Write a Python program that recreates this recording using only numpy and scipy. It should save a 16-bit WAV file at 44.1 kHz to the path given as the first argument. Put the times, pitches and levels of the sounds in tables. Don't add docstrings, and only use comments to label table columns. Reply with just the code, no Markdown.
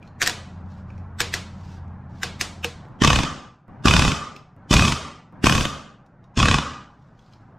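import sys
import numpy as np
from scipy import signal
from scipy.fft import rfft, irfft, next_fast_len
from scipy.io import wavfile
from scipy.ndimage import uniform_filter1d

SR = 44100
rng = np.random.default_rng(int(sys.argv[2]) if len(sys.argv) > 2 else 0)


def persist_wave(psi):
    counts = np.round(np.clip(psi, -1, 1) * 32767).astype(np.int16)
    wavfile.write(sys.argv[1], SR, np.atleast_2d(counts).T)


def magnitude_from_level(level_db):
    exponent = np.asarray(level_db, float) / 20
    return 10 ** exponent


N = 334278

# pitch_hz, density_db (per Hz)
DRONE = [(12, -33), (20, -11.5), (54, -14), (81, -12.5), (116, -2.5), (200, -10), (242, -13.5),
         (337, -20.5), (443, -25.5), (809, -21), (1520, -28.5), (3560, -55.5), (6320, -64), (14000, -86.5)]
# pitch_hz, level_db
HUM_TONES = [(86.5, 3), (141, -12), (183, -5.5), (209, -8.5)]
# time_s, level_db
HUM_LEVEL = [(0.0, -47.5), (0.25, -46), (0.7, -36), (1.34, -37.5), (1.65, -37), (2.27, -37), (2.8, -42.5),
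             (2.97, -61.5)]
# pitch_hz, density_db (per Hz)
RUMBLE = [(12, -26), (25, -5.5), (65, -3.5), (130, -4), (250, -38), (2000, -91.5)]
# start_s, level_db, lost_db (to the gain control after a burst)
SHOTS = [
    (0.0, -41, 0),
    (2.886, -41, -15.5),
    (3.681, -40.5, -13),
    (4.565, -44, -9),
    (5.325, -40, -12.5),
]

# start_s, length_s, level_db,
# swell_share (of the stroke)
RUBS = [(0.0, 0.1, -68.5, .5), (0.657, .17, -63.5, 0.31), (0.863, 0.2, -71.5, 0.13),
        (1.479, 0.32, -57.5, 0.73), (2.093, .16, -60, 0.64), (7.105, .32, -70, 0.34),
        (6.799, 0.82, -76, .15)]
# pitch_hz, density_db (per Hz)
CLOTH = [(1180, -33.5), (2000, -9), (3220, -4), (4880, -6), (5280, -6), (7060, -12), (10500, -29.5),
         (13000, -29)]
# start_s, level_db, pitch_hz, ring_db (over the tick)
TICKS = [(0.027, -44.5, 2410, 5.5), (0.075, -44.5, 4170, -1.5), (0.9028, -51, 2310, 10),
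         (0.979, -48.5, 2420, 3), (1.6098, -46, 2300, -7), (1.8796, -58, 2680, -14.5),
         (2.805, -58.5, 3240, 7), (3.4023, -51, 3370, 4.5), (4.3629, -28, 2647, -12),
         (6.063, -54.5, 2570, -12), (6.241, -51, 3790, -10.5), (7.1919, -48.5, 3400, -4),
         (7.263, -53.5, 4800, 1), (7.3251, -48, 4190, -8), (7.3347, -45, 5230, -3)]

# start_s, level_db, pitch_hz, treble_db (over the level), knock_db
TEETH = [(0.2173, -1, 1856, -14, -40.5), (0.2244, -6.5, 1756, -6.5, -41.5), (0.2303, -7, 1707, -10, -46),
         (0.2394, -15, 1657, -10.5, -32), (0.2623, -9, 2004, -4, -72.5), (0.2704, -7.5, 1643, -25, -61.5),
         (0.2745, -2, 1842, -7.5, -42.5), (0.2955, -10.5, 1790, -9.5, -16.5),
         (1.2040, -1, 1900, -11.5, -5.5), (1.2145, -8.5, 1725, -8.5, -47.5), (1.3393, -3, 1842, -9.5, -55),
         (2.2322, -4, 1696, -12.5, -5.5), (2.4112, -2.5, 1797, -6.5, -51.5),
         (2.6446, -7.5, 3168, -10, -5.5), (2.85, -51, 1700, -14.5, -31)]
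# pitch_hz, density_db (per Hz)
PLASTIC = [(290, -43.5), (500, -24), (1120, -21), (1750, -5), (2230, 7), (5830, -13.5), (7560, -5.5),
           (9510, -17.5), (10500, -27.5), (13400, -15.5), (15500, -42.5)]
# pitch_hz, density_db (per Hz)
FIZZ = [(3000, -26.5), (5000, -9.5), (8000, -20.5), (15000, -42.5)]
# pitch_hz, width_hz, level_db
KNOCK = [(196.7, 45, 5.0), (310, 21, -4.5), (476, 13, -8.0), (740, 59, -10)]
# pitch_hz, level_db
CUT_CLICK = [(100, 0), (1000, -9.5), (15500, -13)]

# start_s (valve opens), pop_db, air_db (exhaust), shade_db (treble past the gun's body)
PULLS = [(3.017, -6, -1.5, -2.5), (3.853, -6, 2, -1), (4.708, -9.5, 3.5, 1), (5.439, -7, -0.5, 5.5),
         (6.372, -16, 0.5, -8.5)]
# first_s, last_s (full blows), dying_s (weak last blow)
BURSTS = [(3.0468, 3.1885, 3.2337), (3.8822, 4.0785, 4.118), (4.7384, 4.8803, 4.9217),
          (5.4682, 5.6087, 5.6529), (6.4005, 6.542, 6.5848)]
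# blow_db, bare_db (crack over blow), ring_db (beam over blow), fall_db (by last blow)
FORCE = [(-7.5, 1, 1, -7.5), (-8.5, 2, -5, -7), (-7.5, 3.5, -4.5, -10), (-8.5, 2.5, -0.5, -10.5),
         (-11.5, 0.5, 0, 0)]
# pitch_hz, width_hz, level_db
STEEL = [(2540, 95, 4), (3010, 200, -2), (3480, 90, -1), (1590, 200, -6), (1970, 250, -8), (4940, 300, -8),
         (5930, 300, -8), (7170, 400, -13)]
# pitch_hz, width_hz, level_db
BEAM = [(1090, 60, 0), (1150, 55, -3), (1345, 80, -10), (865, 90, -14), (505, 80, -15)]
# pitch_hz, density_db (per Hz)
CRACK = [(290, -32.5), (500, -18.5), (1240, -5.5), (1900, -11), (2430, -19.5), (3010, -5), (3630, -18),
         (4310, -16.5), (6000, -17.5), (15500, -47)]
# pitch_hz, density_db (per Hz)
HISS = [(240, -27.5), (400, -0.5), (726, -3), (1240, -14.5), (2150, -22.5), (3570, -4), (4090, -10),
        (5070, -5), (7670, -12), (15500, -42.5)]
# pitch_hz, density_db (per Hz)
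BUFFET = [(15, -21.0), (35, -3.5), (80, -2.5), (160, -6.5), (300, -20.0), (450, -31.5), (2000, -80)]
# pitch_hz, width_hz, level_db
FLANGE = [(1185.6, 17, -7.5), (1236, 11, -13), (1252, 29, -16)]

# pitch_hz, fade_s (time to fall 60 dB)
GARAGE = [(60, 0.57), (250, 0.64), (1000, 0.63), (3000, 0.51), (8000, 0.45), (15000, 0.23)]
# pitch_hz, level_db
WIDTH = [(60, -14), (400, -13), (2400, -13), (6000, -11), (10000, -9), (15000, -3)]
# start_s, end_s
WIDE = [(2.88, 3.5), (3.68, 4.45), (5.33, 5.95)]
# pitch_hz, kept_share (of loud patches)
KEPT = [(100, 0.036), (600, 0.038), (1500, 0.0083), (3500, .02), (5000, 0.18), (10000, .2), (12000, .8),
        (15000, .9)]

RUMBLE_DB = -10.5
RECOVER_DB_PER_S, SETTLE_DB, SETTLE_S = 5, -3, 0.35
RUB_EDGE_DB, RUB_HOLD_DB, RUB_HOLD = -13, -2.5, 0.7
SPLICE_DB = -49
STROKE_S, LATE_S = 0.0282, 0.0027
SEAT_S, SEAT_DB = 0.0102, -5
DYING_DB, DYING_SAG, UNEVEN_DB = -4.5, 0.55, 0.8
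THUMP_DB, RETURN_DB, THUMP_SAG = 1.35, -3, 0.66
TICK_DB = -0.5
BACKSTOP_DB = -6.5
JANGLE_DB = -4.5
LEAK_S, LEAK_DB, SURGE_S, EMPTY_S = 0.0043, -23, 0.016, 0.064
HISS_DB, HISS_START_DB, HISS_SAG_DB, HISS_END_DB = -24.5, -2.5, -3.5, -17
GUST_DB, GUST_START_DB, GUST_SAG_DB, GUST_END_DB = -19, -9, -3.5, -34
EDGE_HZ = 15300


def evened(x):
    return x / np.sqrt(np.mean(x ** 2) + 1e-20)


def peaked(x, db):
    return magnitude_from_level(db) * x / abs(x).max()


def read(points, hz):
    f, value = np.transpose(points)
    return np.interp(np.log(hz + 1), np.log(f + 1), value)


def add(mix, s, sound):
    part = mix[round(s * SR):][:len(sound)]
    part += sound[:len(part)]


def level(shapes):
    t, out = np.arange(N) / SR, np.zeros(N)
    for times, db in shapes:
        out = np.maximum(out, magnitude_from_level(np.interp(t, times, db, -200, -200)))
    return uniform_filter1d(out, size=200)


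def coloured(points, size=next_fast_len(N)):
    gain = magnitude_from_level(read(points, np.fft.rfftfreq(size, 1 / SR)))
    return evened(irfft(rfft(rng.standard_normal(size)) * gain, size))[:N]


def ring(x, modes):
    t = np.arange(SR // 8) / SR
    body = 0
    for hz, width, db in modes:
        body = body + magnitude_from_level(db) * np.exp(-np.pi * width * t) * np.sin(2 * np.pi * hz * t)
    return signal.fftconvolve(x, body)


def rattle(seconds, points):
    t = np.arange(2000) / SR
    return coloured(points, size=2000) * np.exp(-t / seconds) * np.minimum(t / 0.00041, 1)


def click(points):
    log_gain = np.log(magnitude_from_level(np.maximum(read(points, abs(np.fft.fftfreq(2048, 1 / SR))), -90)))
    return np.fft.ifft(np.exp(np.conj(signal.hilbert(log_gain)))).real[:2000]


def camera_gain():
    t = np.arange(N) / SR
    shots = np.transpose(SHOTS)
    cut, db, duck_db = shots[:, np.searchsorted(shots[0], t, "right") - 1]
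    pulls = np.r_[-1, np.transpose(PULLS)[0]]
    pulled = pulls[np.searchsorted(pulls, t) - 1]
    lost_db = (pulled > cut) * np.minimum(duck_db + RECOVER_DB_PER_S * (t - pulled), 0)
    return uniform_filter1d(magnitude_from_level(db + lost_db + SETTLE_DB * np.exp(-t / SETTLE_S)), size=200)


def room():
    t = np.arange(N) / SR
    hum = np.zeros(N)
    for hz, db in HUM_TONES:
        wander = uniform_filter1d(rng.standard_normal((2, N)), size=3000)
        wander = evened(uniform_filter1d(wander, size=3000))
        hum += magnitude_from_level(db + 2.7 * wander[0]) * np.sin(2 * np.pi * hz * t + 0.9 * wander[1])
    machine = evened(hum) + magnitude_from_level(RUMBLE_DB) * coloured(RUMBLE)
    machine_level = level([np.transpose(HUM_LEVEL)]) * magnitude_from_level(1.0)
    return coloured(DRONE) * camera_gain() + machine * machine_level


def strokes():
    shapes = []
    for s, length, db, swell in RUBS:
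        times = s + length * np.array([0, swell, swell + RUB_HOLD * (1 - swell), 1])
        shapes.append((times, db + np.array([RUB_EDGE_DB, 0, RUB_HOLD_DB, RUB_EDGE_DB])))
    return level(shapes)


def hands():
    out = np.zeros(N)
    for s, db, hz, ring_db in TICKS:
        tick = rattle(0.003, CLOTH)
        add(out, s, peaked(tick, db - 2.0))
        add(out, s, peaked(ring(tick[:60], [(hz, 110, 0)]), db + ring_db - 1.5))
    grains = magnitude_from_level(2.2 * evened(uniform_filter1d(rng.standard_normal(N), size=300)))
    return out + evened(coloured(CLOTH) * grains) * strokes()


def clamps():
    out, ticks = np.zeros((2, N))
    for s, db, hz, treble_db, knock_db in TEETH:
        snap = rattle(0.0015, PLASTIC)
        tilt = [(500, 1.5), (2000, 0.75), (4000, 1), (7000, treble_db + 4.5), (15500, treble_db - 19.0)]
        plastic_modes = [(hz, 350, 0), (1720, 300, -3), (3900, 400, -3)]
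        add(ticks, s + 0.001, peaked(click(tilt), db + 0.5))
        add(out, s, peaked(snap, db - 2.5))
        add(out, s, peaked(ring(snap, plastic_modes), db - 6.0))
        add(out, s, peaked(rattle(0.0055, FIZZ), db + treble_db - 0.5))
        add(out, s + 0.0029, peaked(ring(snap, KNOCK), knock_db - 8))
    return out, ticks


def splices():
    out = np.zeros(N)
    for cut, _, _ in SHOTS[1:]:
        add(out, cut, peaked(click(CUT_CLICK), SPLICE_DB))
    return out


def air(db, start_db, sag_db, end_db):
    shape_db = db + np.array([start_db + LEAK_DB, start_db, 0, sag_db, sag_db + end_db])
    shapes = []
    for (s, _, air_db, _), (_, last, dying) in zip(PULLS, BURSTS):
        times = [s - LEAK_S, s, s + SURGE_S, last + STROKE_S / 2, dying + EMPTY_S]
        shapes.append((times, air_db + shape_db))
    return level(shapes)


def buffet():
    return magnitude_from_level(3.0) * coloured(BUFFET) * air(GUST_DB, GUST_START_DB, GUST_SAG_DB, GUST_END_DB)


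def puff(hz, cycles):
    u = np.arange(round(cycles / hz * SR)) / SR * hz
    return -np.sin(2 * np.pi * u) * np.sin(np.pi * u / cycles) ** 2


def blows():
    rows = []
    for (first, last, dying), (db, bare_db, ring_db, fall_db) in zip(BURSTS, FORCE):
        u = np.linspace(0, 1, round((last - first) / STROKE_S) + 1)
        run = first + (last - first) * u - LATE_S * (u - u ** 5)
        s = np.r_[first - SEAT_S, run, dying]
        sag_db = np.r_[SEAT_DB, fall_db * u, DYING_SAG * fall_db + DYING_DB]
        odd_db = UNEVEN_DB * rng.standard_normal((len(s), 4)).T
        thump_db = db + THUMP_SAG * sag_db
        rows += zip(s, db + sag_db + 0.5 * odd_db[0], bare_db + 0 * s, ring_db + odd_db[1],
                    thump_db + THUMP_DB + odd_db[2], thump_db + RETURN_DB + 2 * odd_db[3])
    return rows


def piston_strike():
    chatter = magnitude_from_level(-22) * rattle(0.002, [(20, 0), (20000, 0)])[:400]
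    chatter[4] += 1
    chatter[rng.integers(130, 170)] += 0.3
    return np.convolve(chatter, np.hanning(7))


def gun():
    clatter, rings, pushes, force = np.zeros((4, N))
    for s, pop_db, _, _ in PULLS:
        add(pushes, s, magnitude_from_level(pop_db + 5.5) * puff(239.6, 1.76))
        add(clatter, s + 0.0029, peaked(rattle(0.0033, CRACK), pop_db + TICK_DB + 2.5))
    for s, blow_db, bare_db, ring_db, thump_db, back_db in blows():
        strike = piston_strike()
        add(clatter, s, peaked(rattle(0.0034, CRACK), blow_db + bare_db + 4))
        add(rings, s, peaked(ring(strike, STEEL), blow_db + 7.0))
        add(rings, s + 0.0082, peaked(ring(strike[::-1], STEEL[:3]), blow_db + BACKSTOP_DB))
        add(rings, s + 0.001546, peaked(ring(strike, BEAM), blow_db + ring_db + 1))
        add(force, s, peaked(strike, blow_db))
        add(pushes, s + rng.normal(0.00034, 0.00018), magnitude_from_level(thump_db) * puff(165, 1.1))
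        add(pushes, s + rng.normal(0.0125, 0.00047), magnitude_from_level(back_db) * puff(120, 1.1))
    flow = air(HISS_DB, HISS_START_DB, HISS_SAG_DB, HISS_END_DB)
    clatter += magnitude_from_level(-3.0) * coloured(HISS) * flow
    jangle = evened(ring(rng.standard_normal(N), STEEL[:3:2] + BEAM[:2])[:N])
    rings += magnitude_from_level(JANGLE_DB) * jangle * flow
    highpass = signal.butter(3, 10500, "high", fs=SR, output="sos")
    treble = signal.sosfiltfilt(highpass, clatter + rings)
    since, _, _, shade_db = np.transpose(PULLS)
    pull = np.searchsorted(since - 0.05, np.arange(N) / SR) - 1
    clatter -= treble * (1 - magnitude_from_level(shade_db)[pull])
    return clatter, rings, pushes, force


def garage(x, slower, bend):
    taps = np.zeros(SR)
    at = np.arange(200, SR - 20, 20) + rng.integers(0, 20, (SR - 201) // 20)
    taps[at] = rng.choice([-1., 1.], len(at))
    hz, t, z = signal.stft(taps, SR, nperseg=256)
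    fade = magnitude_from_level(-60 * (t / slower / read(GARAGE, hz)[:, None]) ** bend)
    tail = signal.istft(z * fade, SR, nperseg=256)[1]
    return signal.fftconvolve(x, tail / np.linalg.norm(tail))[:N]


def free_flange(force):
    hit = (uniform_filter1d(abs(force), size=1600) > 1e-7).astype(float)
    pressed = uniform_filter1d(hit, size=500)
    flange = garage(magnitude_from_level(-16.5) * ring(force, FLANGE)[:N], slower=0.9, bend=1.7)
    return flange * (1 - 0.7 * pressed)


def widened(x):
    hz, t, z = signal.stft(x, SR, nperseg=256)
    turn = np.exp(2j * np.pi * rng.random(z.shape))
    side = signal.istft(z * turn * magnitude_from_level(read(WIDTH, hz) + 3)[:, None], SR, nperseg=256)[1][:N]
    hz, t, z = signal.stft(side, SR, nperseg=2048, noverlap=1024)
    band = (4.0 * np.log2(hz + 300)).astype(int)
    kept = rng.random((64, len(t)))[band] < read(KEPT, hz)[:, None]
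    wide = sum((a < t) & (t < b) for a, b in WIDE) > 0
    loud = uniform_filter1d(abs(z), size=15, axis=0) > magnitude_from_level(-104)
    side = signal.istft(z * ((kept | wide) & loud), SR, nperseg=2048, noverlap=1024)[1][:N]
    return np.array([x + side, x - side])


def scene():
    clatter, rings, pushes, force = gun()
    clicks, ticks = clamps()
    small = hands()
    bench = garage(magnitude_from_level(-1.5) * ticks + magnitude_from_level(-7.5) * small, slower=0.91, bend=0.74)
    sent = magnitude_from_level(-9) * clatter + magnitude_from_level(-16) * rings + magnitude_from_level(-12) * pushes
    turn = 2 * np.pi * 7 * np.arange(N) / SR
    hall = garage(sent * np.sin(turn), slower=1.0, bend=1.53)
    hall += garage(sent * np.cos(turn), slower=0.98, bend=2.09)
    near = magnitude_from_level(0.5) * (clatter + rings + pushes) + buffet() + clicks + magnitude_from_level(-7.0) * ticks + small
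    return widened(near + bench + hall + free_flange(force) + room() + splices())


def limited(x):
    power_db = 10 * np.log10(abs(uniform_filter1d((x ** 2).mean(0), size=600)) + 1e-12)
    fall = np.arange(N) * 55.0 / SR
    over_db = np.maximum(np.maximum.accumulate(power_db + fall) - fall - 3.0, 0)
    return x / magnitude_from_level(0.043 * uniform_filter1d(over_db, size=300))


def smeared(x, error_db):
    hz, t, z = signal.stft(x, SR, nperseg=2048, noverlap=1536)
    error = rng.standard_normal(z.shape[1:]) + 1j * rng.standard_normal(z.shape[1:])
    error = uniform_filter1d(error.real, size=2, axis=0) + 1j * uniform_filter1d(error.imag, size=4, axis=0)
    error *= magnitude_from_level(error_db) * np.clip(hz / 900, 0, 1)[:, None]
    return x + signal.istft(z * error, SR, nperseg=2048, noverlap=1536)[1][:, :N]


def top_cut(x):
    return signal.sosfilt(signal.butter(12, 15700, fs=SR, output="sos"), x)


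def record(dry):
    held = smeared(limited(dry), error_db=-1.5)
    clipped = 1.26 * np.tanh(held / 1.537)
    lowpass = signal.butter(8, EDGE_HZ, fs=SR, output="sos")
    return top_cut(signal.sosfilt(lowpass, clipped))


dry = scene()
out = record(dry)
persist_wave(out)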